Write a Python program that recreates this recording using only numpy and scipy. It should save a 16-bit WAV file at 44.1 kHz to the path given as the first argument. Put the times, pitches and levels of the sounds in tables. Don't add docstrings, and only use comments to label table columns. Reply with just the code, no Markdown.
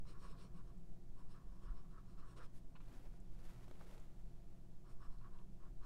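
import sys
import numpy as np
from scipy import signal
from scipy.fft import rfft, irfft, next_fast_len
from scipy.io import wavfile
from scipy.ndimage import uniform_filter1d, map_coordinates

SR = 44100
rng = np.random.default_rng(int(sys.argv[2]) if len(sys.argv) > 2 else 0)


def inscribe(sig):
    pcm = np.round(np.clip(np.atleast_2d(sig).T, -1, 1) * 32767)
    wavfile.write(sys.argv[1], SR, pcm.astype(np.int16))


N = 258140
TIME = np.arange(N) / SR
RUB_POWER, GLIDE_POWER, DRAG_POWER, SCRATCH_POWER = 0.74, 0.3, 1.25, 1.57
STROKE_PEAK = 0.48


def amp(db):
    return 10 ** (np.asarray(db) / 20)


def unit(x):
    return x / np.sqrt(np.mean(x ** 2) + 1e-30)


def filtered(x, response):
    size = next_fast_len(N + SR // 2)
    return irfft(rfft(x, size) * response(np.fft.rfftfreq(size, 1 / SR)), size)[:N]


def coloured(x, points):
    freqs, db = np.transpose(points)
    return unit(filtered(x, lambda hz: amp(np.interp(np.log(hz + 1), np.log(freqs), db))))


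def resonant(x, modes, skirt):
    def response(hz):
        power = 0
        for centre, width, db in modes:
            detuning = (hz ** 2 - centre ** 2) / (hz * width + 1e-9)
            power += amp(db) ** 2 * (1 + detuning ** 2 / skirt) ** -skirt
        return np.sqrt(power)
    return filtered(x, response)


def ringing_noise(modes, skirt):
    return unit(resonant(rng.standard_normal(N), modes, skirt))


def band(hz, width, skirt=1.77):
    return ringing_noise([(hz, width, 0)], skirt)


def wobble(rate):
    return map_coordinates(rng.standard_normal(int(N * rate / SR) + 4), [TIME * rate])


def friction(slip_rate, smooth, patchy_db=0, patch_rate=91):
    slips = (rng.random(N) < slip_rate / SR) * rng.standard_normal(N)
    return (unit(slips) + smooth * rng.standard_normal(N)) * amp(patchy_db * wobble(patch_rate))


def drifting(x, patchy_db):
    spectra = signal.stft(x, nperseg=512)[2]
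    patches = uniform_filter1d(rng.standard_normal(spectra.shape), size=6, axis=0)
    patches = uniform_filter1d(patches, size=12, axis=1)
    return signal.istft(spectra * amp(patchy_db * unit(patches)), nperseg=512)[1][:N]


def burst(start, db, attack, t60):
    age = np.maximum(TIME - start, 0)
    return amp(db - 60 * age / t60) * (1 - np.exp(-age / attack))


def sweep(start, length, peak, power):
    progress = (TIME - start) / length
    moving = (progress > 0) & (progress < 1)
    lean = np.log(0.5) / np.log(peak)
    out = np.zeros(N)
    out[moving] = np.sin(np.pi * progress[moving] ** lean) ** power
    return out


# (frequency [Hz], gain [dB])
HISS_SPECTRUM = [(140, -20), (240, -3), (350, -2), (450, -8), (800, -12), (950, -17), (1400, -22),
                 (2000, -25), (4000, -28), (7500, -29), (12500, -37), (16000, -39)]
# (frequency [Hz], level [dB])
MAINS_HUM = [(120, -69), (240, -86.5)]
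# (frequency [Hz], width [Hz], level [dB])
DRONE_BANDS = [(116.2, 14, -73), (161.3, 13, -71.5), (188, 5.7, -72.5), (246.8, 6.4, -87.5),
               (275.8, 15, -82), (352, 23, -78), (682.5, 20, -85.5)]
def room_tone():
    hiss = amp(-74) * coloured(rng.standard_normal(N), HISS_SPECTRUM)
    hum = sum(amp(db) * unit(np.sin(2 * np.pi * hz * TIME + 0.25 * wobble(3))) for hz, db in MAINS_HUM)
    drone = sum(amp(db) * band(hz, width) for hz, width, db in DRONE_BANDS)
    return hiss + hum + drone


# (frequency [Hz], gain [dB])
RUMBLE_SPECTRUM = [(1, 6.5), (5, 9), (10, 4), (15, 5), (20, -9.5), (37, -5), (48, -16), (58, -16),
                   (76, -26.5), (140, -27), (230, -37.5), (300, -68.5)]
# (time [s], length [s], level [dB])
RUMBLE_SWELLS = [(1.422, 0.13, -52), (1.572, 0.22, -49)]
# (time [s], relative level [dB])
BOOM_FADE = [(0.0, -57.5), (0.5, -57), (1.4, -67), (5.85, -67.5)]
def room_rumble():
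    rumble = amp(-46.5) * coloured(rng.standard_normal(N), RUMBLE_SPECTRUM)
    swells = sum(amp(db) * sweep(start, length, 0.51, 0.83) for start, length, db in RUMBLE_SWELLS)
    boom = amp(np.interp(TIME, *np.transpose(BOOM_FADE)) - 6.5)
    return rumble + swells * band(hz=28.8, width=11.4) + boom * band(hz=171, width=25)


# (frequency [Hz], gain [dB])
SKIN_SPECTRUM = [(120, -32), (240, -8), (420, -4), (630, -1.5), (1200, -4), (2700, -12), (5500, -16.5),
                 (12000, -21), (16000, -27)]
# (time [s], length [s], peak [share of length], relative level [dB])
HAND_SLIDES = [(2.787, 0.44, 0.38, -78.5), (3.337, 0.32, 0.5, -75), (3.536, 0.33, 0.5, -79.5),
               (3.737, 0.34, 0.46, -76)]
def hand_rub():
    rub = coloured(friction(slip_rate=1800, smooth=1.4, patchy_db=1.6, patch_rate=54), SKIN_SPECTRUM)
    resting = amp(-81.5) * sweep(start=3.217, length=1.54, peak=0.26, power=RUB_POWER)
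    power = resting ** 2
    for start, length, peak, db in HAND_SLIDES:
        power += (amp(db) * sweep(start, length, peak, RUB_POWER)) ** 2
    return amp(3.5) * np.sqrt(power) * rub


# (time [s], length [s], level [dB], pitch [Hz])
PAD_SHUFFLES = [(2.884, 0.17, -67, 246), (2.89, 0.2, -78.5, 775), (3.05, 0.037, -70, 597),
                (3.6, 0.2, -77, 447), (3.8, 0.045, -69.5, 730), (3.817, 0.22, -71, 420),
                (3.915, 0.071, -71, 647)]
def pad_shuffles():
    return sum(amp(db) * sweep(start, length, 0.37, RUB_POWER) * band(hz, width=0.3 * hz, skirt=0.93)
               for start, length, db, hz in PAD_SHUFFLES)


# (time [s], relative pop level [dB], pitch [Hz], crackle level [dB])
SHEET_CREASES = [(2.88, -61, 1500, -63), (3.053, -72, 900, -63), (3.139, -60, 1590, -67),
                 (3.680, -55, 1010, -57), (3.711, -63, 860, -52.5), (3.751, -70, 2180, -65),
                 (3.8111, -45.5, 1230, -56), (3.979, -62, 2370, -57)]
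# (frequency [Hz], gain [dB])
CRACKLE_SPECTRUM = [(150, -1), (400, 13), (1300, -3), (2200, -7), (5000, -11.5), (7000, -15), (15000, -26)]
def creases():
    crackle = coloured(rng.standard_normal(N), CRACKLE_SPECTRUM)
    out = np.zeros(N)
    for start, pop_db, hz, crackle_db in SHEET_CREASES:
        tone = np.sin(2 * np.pi * hz * (TIME - start))
        out += burst(start, pop_db + 1, attack=0.00026, t60=0.0049) * tone
        out += burst(start, crackle_db, attack=0.00091, t60=0.024) * crackle
    return out


# (time [s], relative level [dB], pitch [Hz])
FIBRE_SNAGS = [(0.775, -70, 7500), (3.201, -65, 7900), (3.998, -63, 6700), (5.184, -66.5, 4540),
               (5.387, -60, 2720)]
def snags():
    return sum(burst(start, db - 10.5, attack=0.00055, t60=0.044) * band(hz, width=0.2 * hz, skirt=1.4)
               for start, db, hz in FIBRE_SNAGS)


# (frequency [Hz], gain [dB])
FLICK_SPECTRUM = [(1000, 7.5), (2500, 1), (5500, 0), (11500, 1.5), (13500, -8), (16000, -22)]
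def flick():
    level = amp(-75) * sweep(start=2.522, length=0.09, peak=STROKE_PEAK, power=SCRATCH_POWER)
    return level * coloured(rng.standard_normal(N), FLICK_SPECTRUM)


# (frequency [Hz], width [Hz], gain [dB])
THUD_MODES = [(376, 140, -2), (500, 79, 5)]
def dig():
    level = amp(-66.5) * sweep(start=2.364, length=0.06, peak=0.45, power=DRAG_POWER)
    return level * ringing_noise(THUD_MODES, skirt=1.2)


# (time [s], relative knock level [dB], skid level [dB])
NIB_TAPS = [(0.053, -64, -83), (2.7525, -60.5, -69), (2.757, -70, -63.5), (2.763, -59, -69),
            (2.802, -59, -72), (2.806, -67, -71), (5.212, -59, -76)]
# (frequency [Hz], gain [dB], t60 [s])
KNOCK_MODES = [(1023, -0.5, 0.06), (1123, -1.5, 0.025), (1380, 0.5, 0.017), (1760, -9, 0.018),
               (2140, -22, .03), (2650, -9, 0.017), (4230, -13, 0.03)]
def taps():
    skid = ringing_noise([(1160, 400, 7), (2560, 620, 0), (3900, 500, -9)], skirt=2.1)
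    out = skid * sum(burst(start, db, attack=0.002, t60=0.06) for start, _, db in NIB_TAPS)
    age = np.arange(SR // 10) / SR
    onset = 1 - np.exp(-age / 0.0008)
    for start, knock_db, _ in NIB_TAPS:
        ring = 0
        for hz, db, t60 in KNOCK_MODES:
            decay = amp(db + rng.normal(0, 1.2) - 60 * age / t60)
            ring += decay * np.sin(2 * np.pi * (hz * age + rng.random()))
        out[round(start * SR):][:len(age)] += amp(knock_db - 4) * ring * onset
    return out


# (frequency [Hz], width [Hz], gain [dB])
TINE_MODES = [(2490, 1150, -1), (2980, 360, -0.5), (3730, 420, -2), (4175, 340, 1.3), (5000, 480, -4),
              (5370, 400, 2.5), (6810, 700, -6.5), (8230, 800, -3.5), (9160, 490, -4.2),
              (11100, 2600, -16.5), (14700, 1000, -17)]
# (frequency [Hz], width [Hz], gain [dB])
PAD_MODES = [(263, 34, -14), (404, 150, 1.5), (470, 130, -2)]
TREBLE_HZ = 5830
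def scratch(level, treble_level):
    ring = resonant(friction(slip_rate=7000, smooth=1.6), TINE_MODES, skirt=1.7)
    clock = np.arange(N) + np.cumsum(0.013 * wobble(rate=14))
    wandering = map_coordinates(ring, [clock], mode="mirror")
    hiss = unit(drifting(wandering, patchy_db=2.3))
    treble = filtered(hiss, lambda hz: 1 - 1 / (1 + (hz / TREBLE_HZ) ** 6))
    thrum = amp(1.5) * ringing_noise(PAD_MODES, skirt=1.7)
    return level * (hiss - treble + thrum) + treble_level * treble


# (frequency [Hz], width [Hz], gain [dB])
PEN_MODES = [(480, 260, -8), (979, 57, 1), (1037, 63, -4), (1106.7, 16, 6.5), (1177, 33, 1), (1287, 34, 2),
             (1407, 137, 2), (1620, 170, -7.5), (1686, 55, -10.5), (1730, 130, -5.5)]
def drag(level, favoured_hz):
    slips = friction(slip_rate=1800, smooth=1.3, patchy_db=0.5, patch_rate=68)
    ring, power = np.zeros(N), np.zeros(N)
    for hz, width, db in PEN_MODES:
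        weight = 0.22 + 1 / (1 + ((hz - favoured_hz) / 115) ** 2)
        mode = resonant(slips, [(hz, width, db)], skirt=1.53)
        ring += weight * mode
        power += weight ** 2 * np.mean(mode ** 2)
    return level * unit(ring / np.sqrt(power))


# (time [s], length [s], level [dB])
NIB_GLIDES = [(0.053, 0.74, -82), (1.144, 1.6, -83.5), (4.83, 0.63, -83.5)]
# (time [s], length [s], drag level [dB], scratch level [dB], favoured pitch [Hz], extra treble [dB])
NIB_STROKES = [(0.046, 0.11, -71.5, -73.5, 1170, 0.5), (0.117, 0.098, -68.5, -85, 1120, -1),
               (0.167, 0.16, -76, -74.5, 1120, 2), (0.209, 0.086, -63.5, -78, 1120, -3),
               (0.265, 0.088, -71, -74, 1160, 1), (0.312, 0.062, -67.5, -84, 1150, -2),
               (0.347, 0.16, -72, -72, 1030, -1), (0.529, 0.089, -76.5, -79, 1120, 0),
               (0.569, 0.066, -72.5, -92, 1130, -2), (0.632, 0.11, -76.5, -83, 1120, -1),
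               (1.157, 0.093, -73, -83.5, 1050, 2), (1.277, 0.089, -75, -79, 1070, 2.5),
               (1.329, 0.072, -68.5, -82, 1270, -4), (1.376, 0.064, -78, -89, 1090, -3),
               (1.436, 0.21, -78.5, -89, 1000, 2), (1.6, 0.09, -75, -79, 1170, 0),
               (1.637, 0.11, -65.5, -81.5, 1160, -6), (1.725, 0.11, -73.5, -80, 1050, -5),
               (1.82, 0.053, -76, -93, 1030, -5), (1.895, 0.047, -75, -85.0, 1210, 3),
               (1.927, 0.037, -71, -88, 1200, 4), (1.948, 0.074, -70, -86, 1250, -3),
               (2.036, 0.14, -78, -84.5, 1110, 3), (2.162, 0.066, -72, -77.5, 1210, -4),
               (2.183, 0.11, -71, -87, 1170, -2), (2.234, 0.14, -70.5, -79.5, 1090, 3),
               (2.355, 0.052, -65, -69.5, 1110, -2.5), (2.381, 0.077, -61.5, -75, 1270, -5),
               (2.413, 0.069, -69, -73, 1140, -0.5), (4.838, 0.063, -72, -87, 1060, -3),
               (4.859, 0.099, -75.5, -80, 1140, 4), (4.986, 0.11, -66.5, -81.5, 1160, 0.5),
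               (5.076, 0.11, -76, -84, 1040, 1), (5.207, 0.1, -69, -85, 1160, -11),
               (5.28, 0.18, -75, -87.5, 1020, 1), (5.586, 0.13, -72, -85, 1080, -9),
               (5.8, 0.088, -68, -79, 1150, -1)]
GLIDE_HZ, CLIMB_HZ = 1075, 80
def writing():
    drag_power, scratch_power, treble_power = np.full(N, 1e-20), np.zeros(N), np.zeros(N)
    for start, length, db in NIB_GLIDES:
        drag_power += (amp(db) * sweep(start, length, STROKE_PEAK, GLIDE_POWER)) ** 2
    weighted_hz = drag_power * GLIDE_HZ
    for start, length, drag_db, scratch_db, hz, treble_db in NIB_STROKES:
        motion = sweep(start, length, STROKE_PEAK, DRAG_POWER)
        power = (amp(drag_db) * motion) ** 2
        drag_power += power
        weighted_hz += power * (hz + CLIMB_HZ * (motion - 1))
        bite = amp(scratch_db) * sweep(start, length, STROKE_PEAK, SCRATCH_POWER)
        scratch_power += bite ** 2
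        treble_power += (amp(treble_db) * bite) ** 2
    murmur = drag(np.sqrt(drag_power), favoured_hz=weighted_hz / drag_power)
    return murmur + scratch(np.sqrt(scratch_power), np.sqrt(treble_power))


def scene():
    nib = writing() + dig() + flick() + taps() + snags()
    paper = hand_rub() + pad_shuffles() + creases()
    return (nib + paper + room_tone() + room_rumble())[None]


def record(dry):
    return filtered(dry[0], lambda hz: hz < 15700)[None]


dry = scene()
out = record(dry)
inscribe(out)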